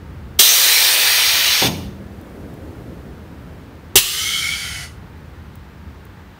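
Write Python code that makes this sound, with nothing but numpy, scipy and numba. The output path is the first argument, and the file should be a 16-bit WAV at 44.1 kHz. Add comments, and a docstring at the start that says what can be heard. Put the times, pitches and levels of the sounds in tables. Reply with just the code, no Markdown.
"""A driveway: a bare truck frame rests on air bags, close to one microphone.
A valve dumps the bags in a long rush and the frame thuds down; later a valve bursts open and air whistles
into the bags as the frame rises. The air is filtered noise with moving resonances; the thud and the valve
clacks are decaying sine modes with a noise rattle. Faint ticks and distant traffic are shaped noise.
Gain control acts a moment late, so loud starts overload."""
import sys
import numpy as np
from scipy import signal
from scipy.fft import rfft, irfft
from scipy.io import wavfile
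from scipy.ndimage import uniform_filter1d
from numba import njit

SR = 44100
rng = np.random.default_rng(int(sys.argv[2]) if len(sys.argv) > 2 else 0)


def gain_from_decibels(decibels):
    """Convert decibel values to linear amplitude factors."""
    exponent = np.asarray(decibels, float) / 20
    return 10 ** exponent


def persist_wave(psi):
    """Save psi, clipped to +-1, as 16-bit WAV."""
    counts = np.round(np.clip(psi, -1, 1) * 32767).astype(np.int16)
    wavfile.write(sys.argv[1], SR, np.atleast_2d(counts).T)


N = 281799  # samples
T = np.arange(N) / SR  # time [s]


def unit(x):
    """Scale to rms 1."""
    return x / np.sqrt(np.mean(x ** 2))


def colour(points):
    """Noise of rms 1 whose spectrum follows (frequency [Hz], relative level [dB]) points."""
    hz, db = np.transpose(points)
    f = np.fft.rfftfreq(N, 1 / SR) + 1
    shape = gain_from_decibels(np.interp(np.log(f), np.log(hz), db))
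    return unit(irfft(rfft(rng.standard_normal(N)) * shape, N))


@njit
def svf(x, hz, width):
    """Band-pass filter with a moving centre and gain 1 at the centre."""
    y, band, low = np.empty(len(x)), 0., 0.
    for i in range(len(x)):
        g, k = np.tan(np.pi * hz[i] / SR), width / hz[i]
        v = (band + g * (x[i] - low)) / (1 + g * (g + k))
        band, low, y[i] = 2 * v - band, low + 2 * g * v, k * v
    return y


def walk(rate):
    """Slow random wander: levels held for 1 / rate seconds, smoothed twice; spread near 1."""
    hold = int(SR / rate)
    steps = np.repeat(rng.standard_normal(N // hold + 1), hold)
    return unit(uniform_filter1d(uniform_filter1d(steps, hold), hold)[:N])


def ramp(start_s, end_s):
    """0 before the start, 1 after the end, a straight line between."""
    return np.clip((T - start_s) / (end_s - start_s), 0, 1)


def flow(valve, motion):
    """The valve snaps open, the flow weakens as pressures even out, then it shuts and the line bleeds off."""
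    open_s, shut_s, db, loss_db = valve
    attack_s, bend, shutting_s, leak_db, leak_t60 = motion
    opening = ramp(open_s, open_s + attack_s) ** 4
    weakening = gain_from_decibels(db - loss_db * ramp(open_s, shut_s) ** bend)
    after = np.maximum(T - shut_s, 0)
    shutting = (1 - gain_from_decibels(leak_db)) * np.exp(-after / shutting_s)
    leak = gain_from_decibels(leak_db) * 1000 ** (-after / leak_t60)
    return weakening * opening * (shutting + leak)


def rush(strength, progress, spectrum, modes, flutter_db, drift):
    """Turbulent air: broad hiss plus wavering resonances; colour and pitch change with progress (0 to 1)."""
    hz, *colours = np.transpose(spectrum)
    halves, thirds = np.arange(3) / 2, np.arange(4) / 3
    out = np.zeros(N)
    for k, dbs in enumerate(colours):
        # fade from one hiss to the next by power
        share = np.sqrt(np.interp(progress, halves, np.arange(3) == k))
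        out += share * colour(np.c_[hz, dbs])
    for width, *row in modes:
        centre = np.interp(progress, thirds, row[:4]) * (1 + drift * walk(9.7))
        # two passes leave dark valleys between the resonances
        once = svf(rng.standard_normal(N), centre, 1. * width)
        ring = unit(svf(once, centre, 1. * width))
        out += ring * gain_from_decibels(np.interp(progress, thirds, row[4:]) + flutter_db * walk(25))
    return unit(out) * strength


# Dump valve: (opens [s], shuts [s], level at opening [dB], loss of level until it shuts [dB])
DUMP_VALVE = (.3845, 1.672, 4.8, 13)
# How the dumped air moves: (attack [s], bend of the loss [1 = even, less = early], shutting [s],
# leak after shutting [dB], leak time to fall 60 dB [s])
DUMP_FLOW = (.0105, 1.15, .006, -10.5, .41)
# Colour of the escaping jet: (frequency [Hz], start [dB], half way [dB], end [dB])
JET = [(150, -38, -37, -42), (330, -17, -17, -20.5), (550, -14, -9.5, -15), (900, -14.5, -8.5, -11),
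       (1300, -12.5, -9.5, -7), (1800, -13, -3, -5), (2800, -3.5, -2, -0.5), (4300, -3, -2.5, -1),
       (6400, -2, -15, -5), (7220, -5.5, -9.5, -14), (9360, -5.5, -8, -10), (10800, -11, -11.5, -16.5),
       (12760, -2.5, -8, -8), (16000, -4, -4.5, -13.5)]
# Exhaust port resonances: (width [Hz], centre at the start [Hz], early [Hz], late [Hz], end [Hz])
PORT = [(260, 2350, 2380, 2400, 2330), (250, 1850, 1850, 1950, 1950), (300, 3250, 3150, 3050, 2900),
        (300, 3700, 3700, 3550, 3550), (300, 3950, 4150, 4150, 4050), (300, 4750, 4750, 4620, 4600),
        (380, 5650, 5550, 5600, 5500), (450, 6250, 6200, 6400, 6450), (900, 9000, 8900, 9200, 9300)]
# Their strength: (start [dB], early [dB], late [dB], end [dB])
PORT_DB = [(-27, -9.5, -12.5, -13.5), (-24, -18, -18, -15.5), (-12.5, -19, -17, -10),
           (-14.5, -13, -13, -12), (-12, -10, -13.5, -15), (-19.5, -17, -13, -14.5),
           (-13.5, -11.5, -14, -15.5), (-12, -15.5, -18, -15.5), (-12, -15.5, -18, -23)]
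FRAME_DOWN_S = 1.62  # the bags are empty when the frame touches down


def dump():
    """Air leaves the bags through the exhaust port, hissing and ringing it as they empty."""
    emptied = ramp(DUMP_VALVE[0], FRAME_DOWN_S)
    port = np.c_[PORT, PORT_DB]
    return rush(flow(DUMP_VALVE, DUMP_FLOW), emptied, JET, port, flutter_db=2.5, drift=.012)


# Fill valve: (opens [s], shuts [s], level at opening [dB], loss of level until it shuts [dB])
FILL_VALVE = (3.955, 4.835, -6, 25.5)
# How the filling air moves: (attack [s], bend of the loss [1 = even, less = early], shutting [s],
# leak after shutting [dB], leak time to fall 60 dB [s])
FILL_FLOW = (.05, .55, .03, -9, .38)
# Colour of the inrush: (frequency [Hz], start [dB], half way [dB], end [dB])
INRUSH = [(199, -27, -34, -37), (395, -4, -25, -20), (600, -21, -31, -23), (1020, -18.5, -32.5, -22),
          (1500, -9.5, -6.5, -9.5), (2500, -9.5, -15.5, -8.5), (3400, 1.5, -3.5, -12),
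          (6540, -7, -8.5, -12), (7600, -5.5, -13, -17.5), (9330, -7, -8, -11.5), (11300, -9.5, -14.5, -19),
          (16000, -12, -18.5, -30)]
# Hose and bag resonances: (width [Hz], centre at the start [Hz], early [Hz], late [Hz], end [Hz])
HOSE = [(120, 1150, 1330, 1410, 1410), (120, 2020, 2220, 2250, 2200), (160, 1850, 1950, 1950, 2020),
        (290, 2800, 3150, 3180, 2950), (330, 4100, 4300, 4450, 4500), (220, 5100, 5000, 4950, 4950),
        (230, 5800, 5550, 5400, 5350), (240, 6500, 6150, 6400, 6400), (300, 7600, 7250, 7200, 7200),
        (120, 800, 800, 780, 720)]
# Their strength: (start [dB], early [dB], late [dB], end [dB])
HOSE_DB = [(-18, -12, -9.5, -8), (-23, -0.5, 3, -8), (-21.5, -13.5, -15.5, -3), (-6.5, 1, -1, -9),
           (-9, -12.5, -10, -11), (-10.5, -14, -14.5, -13), (-17.5, -12.5, -10, -14.5), (-13, -8, -16, -15),
           (-12.5, -14.5, -18, -19.5), (-34, -32.5, -25.5, -18)]
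BAGS_UNFOLD_S = .11  # wait after the valve opens before the bags swell and the hose tones form


def fill():
    """Air whistles through hose and bags, whose resonances shift as the bags swell."""
    # the power below 1 makes the bags swell fastest at first
    filled = ramp(FILL_VALVE[0] + BAGS_UNFOLD_S, FILL_VALVE[1]) ** .85
    hose = np.c_[HOSE, HOSE_DB]
    return rush(flow(FILL_VALVE, FILL_FLOW), filled, INRUSH, hose, flutter_db=1.8, drift=.007)


# First burst of tank pressure: (opens [s], shuts [s], level at opening [dB], loss until it shuts [dB])
FILL_BLAST = (3.9545, 3.988, 4, .7)
# How the burst moves: (attack [s], bend of the loss [1 = even, less = early], shutting [s],
# leak after shutting [dB], leak time to fall 60 dB [s])
BLAST_FLOW = (.003, 1.1, .009, -12, .6)
# Colour of the burst: (frequency [Hz], level [dB])
BLAST_COLOUR = [(40, -9), (120, -13.5), (250, -19.5), (800, -25), (1100, -17.5), (1700, -20.5),
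                (2500, -21.5), (3500, -8), (6500, -7.5), (10500, -8.5), (16000, -9.5)]


def blast():
    """Tank pressure bursts through the opening fill valve, ringing its body near 3 kHz."""
    body = unit(svf(rng.standard_normal(N), np.full(N, 3000.), 500.))
    return (colour(BLAST_COLOUR) + gain_from_decibels(-3.5) * body) * flow(FILL_BLAST, BLAST_FLOW)


def height():
    """Frame height: sinks from 1 to 0 in the dump, lifts to 1 with the fill, then settles lower."""
    top_s = FILL_VALVE[0] + .49  # the lift takes 0.49 s
    # 0.24 of the height is lost over 0.3 s after the overshoot
    lift = ramp(FILL_VALVE[0], top_s) - .24 * ramp(top_s, top_s + .3)
    return 1 - ramp(DUMP_VALVE[0], FRAME_DOWN_S) + lift


# Nearby frame, wheel, ground and wall return the air noise:
# (delay with the frame down [ms], delay with it up [ms], level [dB])
ECHOES = [(2.3, 2.36, -21), (3.7, 3.6, -21.5), (5.9, 6.05, -13.5), (8.3, 8.15, -16), (12.7, 15, -14.5)]


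def echoes(x):
    """Short reflections comb the hiss into fine ridges, which slide as the frame moves."""
    out, up = x.copy(), height()
    for k, (down_ms, up_ms, db) in enumerate(ECHOES):
        delay_s = (down_ms + (up_ms - down_ms) * up) / 1000
        out += (-1) ** k * gain_from_decibels(db) * np.interp(T - delay_s, T, x)  # every second echo is inverted
    return out


def strike(blows, modes, rattle_db, rattle_s, swell):
    """Each blow is a smooth push that rings the modes; longer contact leaves only the low ones."""
    out, t = np.zeros(N), T[:SR]
    # every blow excites the modes a little differently
    strength = gain_from_decibels(2.0 * rng.standard_normal((len(blows), len(modes))))
    for (s, db, ms), share in zip(blows, strength):
        ring = np.zeros(SR)
        for g, (hz, mode_db, t60) in zip(share, modes):
            # a mode builds up over cycles (swell), so the lows come late
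            build_up = 1 - np.exp(-t * hz / swell)
            ring += g * gain_from_decibels(mode_db) * np.sin(2 * np.pi * hz * t) * build_up * 1000 ** (-t / t60)
        # loose parts rattle along
        rattle = colour([(80, -14), (250, -1), (900, -5.5), (2000, -29.5), (6000, -49)])[:SR]
        ring += gain_from_decibels(rattle_db) * rattle * 1000 ** (-t / rattle_s)
        push = np.hanning(int(ms * SR / 1000) + 3)
        ring = np.convolve(ring, push)[:SR]
        i = int(s * SR)
        out[i:i + SR] += gain_from_decibels(db) * ring / np.abs(ring).max()
    return out


# The frame lands and bounces: (time [s], peak of this blow alone [dB], contact [ms])
LANDING = [(1.619, -1, 0.32), (1.637, -7.5, 0.65), (1.65, -8.5, 3.14), (1.678, -8, 3.78),
           (1.775, -22.5, 2.1), (1.84, -25, 4)]
# Modes of the steel frame: (frequency [Hz], relative level [dB], time to fall 60 dB [s])
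FRAME = [(90, -7, .9), (125, -1, .45), (165, -3, .3), (199, -13, 1.9), (270, -8, .45), (325, -10, .25),
         (420, -3, .13), (540, -5, .15), (710, -6, .12), (765, 5, .09), (920, -6, .1), (1100, -12, .15)]


def landing():
    """The steel frame hits the ground and bounces, ringing while loose parts shake."""
    return strike(LANDING, FRAME, rattle_db=-1.5, rattle_s=.42, swell=2.3)


# Solenoid plungers strike: (time [s], peak of this blow alone [dB], contact [ms])
PLUNGERS = [(.3925, -9, .8), (3.9548, 0, 1.1)]
# Modes of the valve block: (frequency [Hz], relative level [dB], time to fall 60 dB [s])
VALVE = [(110, -15, .15), (395, 0, .07), (690, -26, .06), (1080, -16, .09), (1330, -20, .07)]


def plungers():
    """Solenoid plungers knock the valve block, which rings briefly."""
    return strike(PLUNGERS, VALVE, rattle_db=-19, rattle_s=.12, swell=.6)


# Faint dry ticks: (time [s], starting level [dB])
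TICKS = [(2.2129, -40), (2.5406, -42), (5.5553, -36), (6.0526, -41)]


def ticks():
    """Treble noise clicks that die away within milliseconds."""
    env = np.zeros(N)
    for s, db in TICKS:
        env += gain_from_decibels(db) * (T >= s) * np.exp(-np.maximum(T - s, 0) / .0015)
    return env * colour([(3000, -30), (8000, 10), (12000, 13), (16000, 14)])


# Deep traffic rumble: (frequency [Hz], relative level [dB])
RUMBLE = [(25, -27), (45, -5.5), (75, 7.5), (110, 0.5), (200, -3), (320, -40), (600, -75)]
# Tyre roar: (frequency [Hz], relative level [dB])
ROAR = [(70, -34), (130, -11.5), (250, -1), (450, -7), (750, -16), (1500, -43)]
# Still outdoor air and microphone hiss: (frequency [Hz], relative level [dB])
AIR = [(240, -29.5), (400, -23), (750, -3), (880, 2), (1000, 0), (1600, -1), (2400, -8), (4000, -14),
       (7000, -23.5), (11000, -29), (15000, -23)]


def street():
    """Distant traffic: rumble and tyre roar waver and fade, a far car passes; the air hiss is smooth."""
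    rumble = colour(RUMBLE) * gain_from_decibels(-34 - .85 * T + 1.3 * walk(7.8))  # fades 0.85 dB per second
    # nearest at 2.5 s; its power halves 0.55 s away from that
    car = gain_from_decibels(-38.5) / np.hypot(1, (T - 2.5) / .55)
    general = gain_from_decibels(-43 - 1.1 * T)  # fades 1.1 dB per second
    roar = colour(ROAR) * np.hypot(general, car) * gain_from_decibels(1.4 * walk(3.3))
    return rumble + roar + gain_from_decibels(-48.5) * colour(AIR)


def scene():
    """All sources reach one microphone; both channels are the same."""
    air = dump() + fill() + blast()
    mix = echoes(air) + landing() + plungers() + ticks() + street()
    return np.tile(mix, (2, 1))


@njit
def follow(x, attack, release):
    """Level follower with separate speeds for rising and falling."""
    e, out = 0., np.empty(len(x))
    for i in range(len(x)):
        e += (x[i] - e) * (attack if x[i] > e else release)
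        out[i] = e
    return out


def low_pass(x):
    """Removes everything above the highest recorded frequency."""
    return signal.sosfilt(signal.butter(12, 16340, fs=SR, output="sos"), x)


def record(dry):
    """Gain control turns loud air down a moment late, so the first instants overload; the top is cut."""
    power = uniform_filter1d(dry[0] ** 2, size=441)  # 10 ms average
    attack_s, release_s = .033, .068
    level = follow(np.sqrt(power + 1e-12), 1 / (attack_s * SR), 1 / (release_s * SR))
    # above -19 dB, each extra dB is turned down by 0.6 dB
    gain = np.minimum(1, (gain_from_decibels(-19) / (level + 1e-9)) ** 0.6)
    overloaded = np.clip(dry * gain, -1, 1)
    top_cut = signal.ellip(14, .2, 60, 15680, fs=SR, output="sos")  # low-pass at 15680 Hz
    finished = signal.sosfilt(top_cut, overloaded)
    return low_pass(finished)


dry = scene()
out = record(dry)
persist_wave(out)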